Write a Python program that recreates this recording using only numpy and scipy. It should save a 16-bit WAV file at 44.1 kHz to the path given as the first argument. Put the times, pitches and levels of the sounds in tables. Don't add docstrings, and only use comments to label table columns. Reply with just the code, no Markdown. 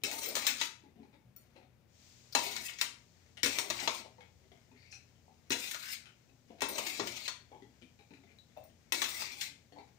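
import sys
import numpy as np
from scipy import signal
from scipy.fft import rfft
from scipy.io import wavfile
from scipy.ndimage import uniform_filter1d

SR = 44100
rng = np.random.default_rng(int(sys.argv[2]) if len(sys.argv) > 2 else 0)


def log_audio(samples):
    frames = np.atleast_2d(samples).T
    limited = np.clip(frames, -1, 1)
    pcm = np.round(limited * 32767).astype(np.int16)
    wavfile.write(sys.argv[1], SR, pcm)


N = 440118
TIME = np.arange(N) / SR

# start in seconds, strength in dB before the trim of all knocks,
# weight of the low tones in dB against the strength, brightness in dB against the strength, contact time in ms.
KNOCKS = [(0.0357, -38, -7, -3, 2.6), (0.1139, -44, -17, -7, 1.3), (0.353, -37, -10, -7, 1.8),
          (0.3663, -40, -0.5, -5, 14), (0.4665, -30, -17.5, -7.5, 5), (0.613, -33, -11, -17.5, 2.4),
          (2.35, -29.3, -1.5, -9.5, 2.3), (2.565, -41, -21.5, -13, 1.1), (2.7869, -46, -26.5, -19, .5),
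          (2.8127, -31, -16, -9, 1.7), (3.4317, -30.5, -11.5, -10.5, 1.6), (3.443, -35.5, -10, -5, 7.7),
          (3.4603, -35, -5, -13, 1.5), (3.5863, -34, -8.5, -5.5, 1.2), (3.7013, -35, -5, -13, 3.7),
          (3.798, -43.5, -13, -22, 7), (3.8753, -32.5, -1.5, -22, 2.8), (5.5048, -35.5, -2.5, -11, 2.5),
          (5.518, -33, -14, -10, 13), (5.712, -44, -20, -4, 3.1), (5.744, -45, -10, -22, 9),
          (6.607, -46.5, -15, -10, 0.63), (6.6194, -36.5, 1, -7.5, 1.3), (6.689, -63, -19, -1, 1.2),
          (6.782, -39, 0, -11, 7.4), (6.8656, -42.5, -18, -13, 6), (6.997, -39, 3, -24, 4),
          (7.072, -44, -23, -9.5, 2.9), (7.2795, -39, -11, -13.5, 1.6), (8.922, -34, -9.5, -5.5, 3),
          (9.018, -34, -8.5, -8.5, 2.8), (9.04, -37, -19, -21, 7), (9.22, -42.5, -6, -16, 2.4),
          (9.411, -40, -51, -8.5, 5)]
KNOCK_BAND_EDGES = [180, 550, 1300, 7500, 15500]
# time in seconds, relative pressure on the wall in dB,
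# relative hiss of the spoon's edge in dB.
STROKES = [
    [(0.05, -36.5, -55), (0.15, -51, -51.5), (0.24, -38.5, -48), (0.32, -51, -68), (0.4, -42, -50),
     (0.5, -34, -57), (0.56, -52, -58), (0.6, -35, -56), (0.65, -46, -52)],
    [(2.37, -34.5, -53), (2.44, -39.5, -49.5), (2.5, -42.5, -56), (2.61, -49, -55.5), (2.66, -45.5, -48.5),
     (2.76, -57, -83), (2.81, -41, -50)],
    [(3.45, -38, -47), (3.52, -38, -50), (3.66, -53, -60), (3.78, -40, -52.5), (3.88, -51.5, -59),
     (3.96, -41.5, -53), (4.01, -52, -69)],
    [(5.52, -53, -63), (5.6, -41.5, -48.5), (5.7, -44.5, -52.5), (5.77, -53, -60), (5.88, -43, -55),
     (5.93, -37.5, -46), (5.97, -55, -76)],
    [(6.63, -41, -66), (6.71, -49.5, -58), (6.76, -43, -54), (6.82, -45.5, -54), (6.89, -40.5, -50.5),
     (6.99, -42, -56)],
    [(7.01, -44, -64), (7.1, -50.5, -61), (7.17, -43.5, -61), (7.21, -48.5, -62), (7.26, -42.5, -62)],
    [(8.94, -40, -55), (9.06, -48.5, -50.5), (9.13, -40.5, -50), (9.21, -41.5, -50.5), (9.27, -47.5, -62),
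     (9.37, -53.5, -63), (9.43, -40, -52), (9.48, -56, -64)],
]
# extra thump of its first blows in dB, relative rumble of the pushed food in dB,
# fall of that rumble in dB per second as food spills off the spoon.
LOADS = [(24, -53.5, 4.5), (1, -43, 77), (18.2, -51, 3.5), (19.9, -46, 110), (9, -48, 16), (10, -51.5, 61),
         (5, -54.5, 28)]
# start in seconds, end in seconds, start pitch in Hz,
# end pitch in Hz, level in dB before the trim of all rasps.
RASPS = [(0.06, 0.118, 553, 700, -51), (0.234, 0.316, 394, 480, -48.5), (2.324, 2.338, 4800, 4840, -42.5),
         (2.681, 2.702, 3280, 1650, -41.5), (3.784, 3.826, 2600, 1680, -40.5),
         (3.902, 4.003, 1400, 900, -58), (4.703, 4.99, 1920, 2520, -67.5), (4.752, 4.95, 4200, 4670, -68),
         (4.9, 4.966, 5400, 5900, -54), (5.73, 5.77, 1450, 1220, -49.5), (5.799, 5.93, 1430, 1790, -52.5),
         (6.005, 6.112, 1400, 1450, -67), (6.986, 7.026, 334, 262, -43), (7.28, 7.32, 4320, 4480, -49),
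         (8.258, 8.336, 2140, 2450, -67), (9.147, 9.363, 2050, 2390, -50)]
# start in seconds, level in dB before the trim of all bumps.
BUMPS = [(0.038, -60), (1.248, -60), (3.435, -52), (3.699, -57), (3.878, -68), (6.619, -64), (6.997, -54),
         (7.647, -64)]
# start in seconds, level in dB before the trim of all plops,
# firmness (pat over thud) in dB, wetness in dB against the level.
PLOPS = [(0.835, -58.5, -7, -27), (0.877, -66, -11, -22.5), (0.957, -59.5, -12.5, -24),
         (0.988, -57.5, -10, -27), (1.03, -62, -2, -13.5), (1.129, -65.5, -1, -8.5), (1.559, -58, 0.5, -11),
         (1.624, -67.5, 1, -9.5), (3.371, -65, 8, 8), (4.045, -55, 11, -16), (4.182, -58, 12, -21),
         (4.205, -62.5, 9, -3), (4.518, -61.5, -1, -8.5), (4.713, -61.5, -8, -19), (4.925, -70, 16, 13),
         (5.279, -63, 11, -34), (6.057, -71, -6, 7.5), (6.5027, -53, -1.5, -23.5), (6.585, -63, 6, -6),
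         (7.516, -52.5, 8.5, -24), (7.545, -55.5, 2, -19.5), (7.621, -53, -17, -18.5),
         (7.815, -57.5, -15.5, -9.5), (7.99, -64.5, 0, -6), (8.106, -54.5, -12, -16.5),
         (8.135, -65.5, -11, -2.5), (8.234, -62, -6, -14), (8.565, -48.5, 20.5, -21.5),
         (9.722, -58, 0, -13.5), (9.76, -53, 15, -25), (9.786, -53, 6, -13)]
PLOP_BAND_EDGES = [130, 450, 1200, 3200, 8000]
# start in seconds, pitch in Hz, level in dB, time to fall by 60 dB in seconds.
SPOON_RINGS = [(7.281, 4480, -46, 0.061), (8.387, 3990, -60.5, 0.05), (9.726, 4495, -69.5, 0.33),
               (9.785, 4500, -66, 0.18)]
# start in seconds, level in dB.
TINKLES = [(0.227, -53), (0.261, -42.5), (0.287, -41), (0.358, -47), (.475, -35), (1.363, -54),
           (2.325, -58), (5.498, -53), (6.686, -41), (8.572, -71), (8.639, -63)]

# pitch in Hz, relative level in dB, time to fall by 60 dB in seconds.
BOWL_MODES = [(242.8, -1, .28), (274, 0.5, 0.19), (348, -2, 0.22), (409.2, 0, 0.22), (495, 2, 0.18),
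              (618.5, -14.5, 0.13), (816, 2.5, 0.16), (899, -2, 0.24), (955, -8, 0.57), (1382, -8.5, 0.4),
              (1414, -6, .17), (1640, -17.5, 0.17), (1730, -6, 0.13), (1930, 0, 0.18), (2190, 0.5, 0.13),
              (2590, 1.5, 0.12), (2624, -2, 0.3), (3200, -6, 0.19), (3456, -22, .16), (3790, -6.5, 0.14),
              (4000, -3.5, 0.24), (4090, -11, .18), (5290, 6, 0.07), (5420, -5.5, .2), (5620, -5.5, 0.26),
              (5830, -11, 0.3), (6520, -10, 0.15), (6910, -4, 0.29), (8600, 9, 0.22)]
# pitch in Hz, relative level in dB, time to fall by 60 dB in seconds.
WORKTOP_MODES = [(69, -9.5, 0.85), (89, -25, 0.34), (110, -5, 0.19), (124.5, -2.5, 0.63), (163.4, -8, .25),
                 (196, -9, 0.34)]
# pitch in Hz, relative level in dB, time to fall by 60 dB in seconds.
BANGLE_MODES = [(1370, -23.5, 0.11), (4400, -18.5, 0.079), (5700, -14, .1), (7000, -19, .08),
                (8240, -18, 0.08), (8700, -9.5, 0.11), (11650, -15, 0.068), (14460, -10, 0.092),
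                (14400, -6.5, .11), (15070, -7, 0.072), (15400, -0.5, 0.053)]
# multiple of the main pitch, relative level in dB.
SPOON_MODES = [(.9, -28), (0.952, 1), (0.978, 23), (1, 5), (1.04, -14)]

# frequency in Hz, relative density in dB per Hz.
CLANK_COLOUR = [(59, -39.5), (100, -2), (166, -24), (253, -2.5), (640, -3.5), (758, -14), (917, -3.5),
                (1290, -4.5), (2220, 2.5), (2930, -1.5), (4100, 3), (4560, -3.5), (6810, -1), (11300, -21),
                (15500, -11)]
# frequency in Hz, relative density in dB per Hz.
GRATE_COLOUR = [(88, -34), (150, -14.5), (381, -9), (481, -18.5), (561, -9.5), (1110, -15), (1200, -13),
                (1760, -14.5), (2180, 0), (2980, -7.5), (3830, -3), (5760, -6), (8660, -9), (10700, -21),
                (15500, -9.5)]
# frequency in Hz, relative density in dB per Hz.
RUSTLE_COLOUR = [(150, -14.5), (400, -0.5), (1000, -7), (2100, 0.5), (3000, -6), (6000, -7.5), (9000, -18),
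                 (15000, -29)]
# frequency in Hz, relative density in dB per Hz.
STILL_COLOUR = [(20, -29), (35, -14), (52, -21), (64, -3), (88, -11.5), (120, -4.5), (180, -6.5),
                (320, -14.5), (600, -17), (1150, -27), (2200, -26.5), (3300, -32.5), (6000, -37),
                (12000, -43), (15500, -34.5)]
# pitch in Hz, level in dB.
HUM = [(64.6, -82.5), (86.1, -73), (119, -74.5), (237, -80.5)]
# frequency in Hz, relative level in dB.
HISS_COLOUR = [(200, -6), (1300, -8.5), (2300, -0.5), (3200, -1), (6000, 3), (7200, 1.5), (8500, -8),
               (11000, -22), (15000, -11.5)]
# frequency in Hz, time to fall by 60 dB in seconds.
KITCHEN_DECAY = [(200, 0.42), (530, 0.29), (1400, 0.39), (3700, 0.34), (9700, 0.3), (15000, 0.19)]
# frequency in Hz, left minus right in dB.
EARS = [(60, 11), (92, 3), (140, 4.5), (210, 7.5), (330, 5.5), (500, 10), (770, 8.0), (1170, 11.5),
        (1790, 18), (2740, 17), (4190, 13.5), (6410, 8.5), (9810, -0.5), (15000, 8)]

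PLUNGE_S = 0.09
ENTRY_S = 0.05
WALL_THUMP_DB = -11
WALL_RING_DB, PLUNGE_RING_DB = -9, 9
CRUMB_DB, CRUMB_FIRMNESS_DB, CRUMB_WET_DB = -72, -9, -9.5
WET_TICK_DB = -1
STILL_DB = -68
HISS_START_S, HISS_RISE_S, HISS_SETTLE_S = 1.87, 0.2, 0.59
HISS_BEFORE_DB, HISS_STEADY_DB, HISS_PEAK_DB = -87, -77, -64.5
LEAD = 9
EDGE_HZ = 15600


def knocks(room_db=0.0, level_db=-1.47):
    out = np.zeros((2, N))
    starts = np.array([rows[0][0] for rows in STROKES])
    for s, db, weight_db, bright_db, contact_ms in KNOCKS:
        stroke = np.searchsorted(starts[1:], s + ENTRY_S)
        plunge = np.exp(-max(s - starts[stroke], 0) / PLUNGE_S)
        body_db, thump_db = split(db + weight_db, WALL_THUMP_DB + LOADS[stroke][0] * plunge)
        tap = steel(contact_ms, WALL_RING_DB + PLUNGE_RING_DB * plunge, room_db)
        blow = colour(tap, CLANK_COLOUR)
        add(out, s, weigh(blow, KNOCK_BAND_EDGES, [thump_db, body_db, db, db + bright_db]))
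    return amp(level_db) * out


def steel(contact_ms, ring_db, room_db, shiver_db=0, shiver_s=0.011, size=18000):
    t = np.arange(size) / SR
    u = t * 1000 / contact_ms
    chatter = unit_energy(rng.standard_normal(size) * u ** 0.47 * np.exp(-1.3 * u))
    shiver = unit_energy(rng.standard_normal((2, size)) * np.exp(-t / shiver_s))
    near = chatter + amp(ring_db) * ring(BOWL_MODES, scatter_db=3.5, size=size)
    both = np.array([near, np.pad(near, (LEAD, 0))[:size]])
    return unit_energy(spot_colour(both + amp(shiver_db) * shiver + amp(room_db) * room_tail()))


def spot_colour(x, ripple_db=4.0, spacing_hz=75, count=220):
    hz = spacing_hz * np.arange(1, count + 1)
    depth_db = ripple_db * np.clip(hz / 900, 0, 1)
    ripple = depth_db * np.clip(rng.standard_normal(count), -2, 2)
    return colour(x, np.transpose([hz, ripple]), size=4096)


def scrape(rows, load_db, spill_db_per_s, grate_db=0.1, edge_db=4.5, ring_db=-9, room_db=-1, slip_ms=0.57,
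           release_s=0.012, count=10):
    s, pressure_db, hiss_db = np.transpose(rows)
    t = np.arange(s[0] - release_s, s[-1] + 0.4, 1 / SR)
    touch = np.interp(t, [t[0], s[0], s[-1], s[-1] + release_s], [0, 1, 1, 0])
    rumble_db = load_db - spill_db_per_s * (s - s[0])
    layers = [((180, 950), rumble_db), ((1200, 7600), pressure_db + grate_db), ((7900, 16000), hiss_db + edge_db)]
    snaps = colour(slips(len(t)), GRATE_COLOUR)[0]
    force = np.zeros(len(t))
    for band_hz, db in layers:
        band = signal.butter(3, band_hz, "band", fs=SR, output="sos")
        force += touch * unit(signal.sosfilt(band, snaps)) * amp(np.interp(t, s, db))
    spot = np.interp(t, [s[0], s[-1]], [0, count - 1])
    out = np.zeros((2, len(t)))
    for k in range(count):
        share = np.sqrt(np.maximum(1 - abs(spot - k), 0))
        wall = steel(slip_ms, ring_db, room_db)
        out += signal.fftconvolve((force * share)[None], wall, axes=1)[:, :len(t)]
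    return t[0], out


def slips(length, per_s=3000, spread_db=2.0, judder_db=3.0, judder_s=0.0084):
    sign = rng.choice([-1, 1], length)
    size = np.minimum(rng.exponential(1, length), 4)
    snap = rng.random(length) < per_s / SR
    judder = unit(uniform_filter1d(rng.standard_normal(length), max(int(judder_s * SR), 1)))
    return sign * snap * amp(spread_db * size + judder_db * judder)


def rasps(room_db=-2, level_db=-2.0):
    out = np.zeros((2, N))
    for start, end, start_hz, end_hz, db in RASPS:
        hz = np.linspace(start_hz, end_hz, max(round((end - start) * SR), 256))
        narrow = resonate(slips(len(hz)), hz, 0.147 * start_hz)
        note = unit(resonate(narrow, hz, 0.756 * start_hz))
        note = amp(db + level_db) * note * signal.windows.tukey(len(hz), 0.5)
        add(out, start, in_kitchen(np.pad(note, (0, SR // 3)), room_db))
    return out


def bumps(level_db=-0.5, size=1323):
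    out = np.zeros((2, N))
    for s, db in BUMPS:
        boom = ring(WORKTOP_MODES, scatter_db=2.5)
        boom = boom / boom[:size].std()
        add(out, s, amp(db + level_db) * np.array([boom, boom]))
    return out


def plops(fall_s=0.017, lumps_per_s=350, smear=0.075, settle=0.41, settle_s=0.034, settle_per_s=70, room_db=-1.0,
          level_db=-1.65, size=14000):
    out, t = np.zeros((2, N)), np.arange(size) / SR
    softness = [(60, -14.5), (200, 4.5), (900, 10.0), (1400, -7.0), (5000, -11.0), (9000, -18.5), (15000, -36)]
    for s, db, firmness_db, wet_db in PLOPS + crumbs():
        thud_db, pat_db = split(db, firmness_db)
        squelch_db = db + wet_db
        push = rng.standard_normal(size)
        landing = rng.random(size) < lumps_per_s / SR
        settling = rng.random(size) < settle_per_s / SR
        lumps = push * (smear + landing) * np.exp(-t / fall_s)
        lumps += push * settle * settling * np.exp(-t / settle_s)
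        hollows = np.zeros(size)
        for hz in (260, 480, 780, 2300, 3600):
            hollows += resonate(lumps, np.full(size, hz * rng.uniform(0.795, 1.147)), hz * 0.068)
        soft = in_kitchen(colour(lumps + 7.0 * hollows, softness), room_db)
        add(out, s, weigh(soft, PLOP_BAND_EDGES, [thud_db, pat_db, squelch_db, squelch_db + WET_TICK_DB]))
    return amp(level_db) * out


def crumbs(spread_db=2.5, count=25):
    when = rng.random((count, 1)) * N / SR
    middle = np.array([CRUMB_DB, CRUMB_FIRMNESS_DB, CRUMB_WET_DB])
    return np.hstack([when, middle + rng.uniform(-spread_db, spread_db, (count, 3))]).tolist()


def rustle(level_db=-78, swell_db=5.5, swell_s=0.12, room_db=-2):
    swell = unit(uniform_filter1d(rng.standard_normal(N), max(int(swell_s * SR), 1)))
    ticks = slips(N, per_s=900, spread_db=2.0, judder_db=3.5, judder_s=0.02)
    ticks = ticks * amp(swell_db * np.clip(swell, -2, 2))
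    return amp(level_db) * unit(in_kitchen(colour(ticks, RUSTLE_COLOUR), room_db))


def free_spoon():
    out = np.zeros((2, N))
    for s, hz, db, t60 in SPOON_RINGS:
        add(out, s, small_ring(db, [(hz * multiple, mode_db, t60) for multiple, mode_db in SPOON_MODES]))
    return out


def bangles():
    out = np.zeros((2, N))
    for s, db in TINKLES:
        add(out, s, small_ring(db, BANGLE_MODES))
    return out


def small_ring(db, modes, room_db=-1, tick_db=-15, tick_s=0.003, size=1323):
    tone = ring(modes, scatter_db=3.5)
    tick = unit_energy(rng.standard_normal(len(tone)) * np.exp(-TIME[:len(tone)] / tick_s))
    sound = in_kitchen(tone + amp(tick_db) * tick, room_db)
    return amp(db) * sound / sound[:, :size].std()


def still_air(apart=0.93):
    noise = rng.standard_normal(N) + apart * rng.standard_normal((2, N))
    return amp(STILL_DB) * unit(colour(noise, STILL_COLOUR, size=16384))


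def hum(waver=0.46):
    out = np.zeros(N)
    for hz, db in HUM:
        drift = unit(uniform_filter1d(rng.standard_normal(N), size=9000))
        out += amp(db) * unit((1 + waver * drift) * np.sin(2 * np.pi * hz * TIME + drift))
    return out


def hiss():
    age = np.maximum(TIME - HISS_START_S, 0)
    overshoot = amp(HISS_PEAK_DB) * np.exp(-np.maximum(age - HISS_RISE_S, 0) / HISS_SETTLE_S)
    flow = amp(HISS_BEFORE_DB) + np.minimum(age / HISS_RISE_S, 1) * (amp(HISS_STEADY_DB) + overshoot)
    return flow * unit(colour(rng.standard_normal((2, N)), HISS_COLOUR))


def in_kitchen(x, room_db):
    path = amp(room_db) * room_tail()
    path[0, 0] += 1
    path[1, LEAD] += 1
    return signal.fftconvolve(np.atleast_2d(x), path, axes=1)[:, :x.shape[-1]]


def room_tail(shared_hz=550, size=18000):
    hz, t, z = signal.stft(rng.standard_normal((2, size)), SR, nperseg=256)
    same = 1 / (1 + (hz[:, None] / shared_hz) ** 2)
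    z = np.array([z[0], same * z[0] + np.sqrt(1 - same ** 2) * z[1]])
    decay = amp(-60 * t / read(KITCHEN_DECAY, hz)[:, None])
    tail = signal.istft(z * decay, SR, nperseg=256)[1][:, :size]
    return unit_energy(tail * np.clip(np.arange(size) / SR / 0.0026, 0, 1))


def ring(modes, scatter_db, size=16384):
    hz, db, t60 = np.transpose(modes)[:, :, None]
    t = np.arange(size) / SR
    strength, side = rng.standard_normal((2, len(hz), 1))
    level = np.sign(side) * amp(db + scatter_db * strength - 60 * t / t60)
    return unit_energy((level * np.sin(2 * np.pi * hz * t)).sum(0))


def resonate(x, hz, width_hz):
    turn = np.exp(2j * np.pi * np.cumsum(hz) / SR)
    r = np.exp(-np.pi * width_hz / SR)
    return 2 * (turn * signal.lfilter([1 - r], [1, -r], x / turn)).real


def weigh(sound, edges, levels_db, size=1323):
    hz = np.fft.rfftfreq(2 * size, 1 / SR)
    power = abs(rfft(sound.mean(0)[:size], 2 * size) / size) ** 2
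    points = []
    for lo, hi, db in zip(edges, edges[1:], levels_db):
        lift_db = db - 10 * np.log10(power[(hz > lo) & (hz <= hi)].sum() + 1e-20)
        points += [(lo * 1.15, lift_db), (hi / 1.15, lift_db)]
    return colour(sound, points)


def colour(x, points, size=2048):
    log_gain = np.log(amp(read(points, abs(np.fft.fftfreq(size, 1 / SR)))))
    taps = np.fft.ifft(np.exp(np.conj(signal.hilbert(log_gain)))).real[:size // 2]
    return signal.fftconvolve(np.atleast_2d(x), taps[None], axes=1)[:, :x.shape[-1]]


def read(points, hz):
    f, value = np.transpose(points)
    return np.interp(np.log(hz + 1), np.log(f), value)


def split(db, tilt_db):
    first = db - 10 * np.log10(1 + amp(tilt_db) ** 2)
    return first, first + tilt_db


def amp(db):
    return 10 ** (np.asarray(db) / 20)


def unit(x):
    return x / np.sqrt(np.mean(x ** 2) + 1e-20)


def unit_energy(x):
    return x / np.sqrt(np.sum(x ** 2, -1, keepdims=True) + 1e-20)


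def add(mix, s, sound):
    part = mix[:, max(round(s * SR), 0):][:, :sound.shape[1]]
    part += sound[:, :part.shape[1]]


def scene():
    mix = knocks() + rasps() + bumps() + plops() + rustle() + free_spoon() + bangles()
    mix += still_air() + hum() + hiss()
    for rows, (_, load_db, spill_db_per_s) in zip(STROKES, LOADS):
        add(mix, *scrape(rows, load_db, spill_db_per_s))
    return mix


def record(dry):
    left = [(hz, 10 * np.log10(2 / (1 + amp(-db) ** 2))) for hz, db in EARS]
    right = [(hz, 10 * np.log10(2 / (1 + amp(db) ** 2))) for hz, db in EARS]
    heard = np.vstack([colour(dry[0], left), colour(dry[1], right)])
    low_pass = signal.firwin(401, EDGE_HZ, window=("kaiser", 8), fs=SR)
    return signal.oaconvolve(heard, low_pass[None], "same")


dry = scene()
out = record(dry)
log_audio(out)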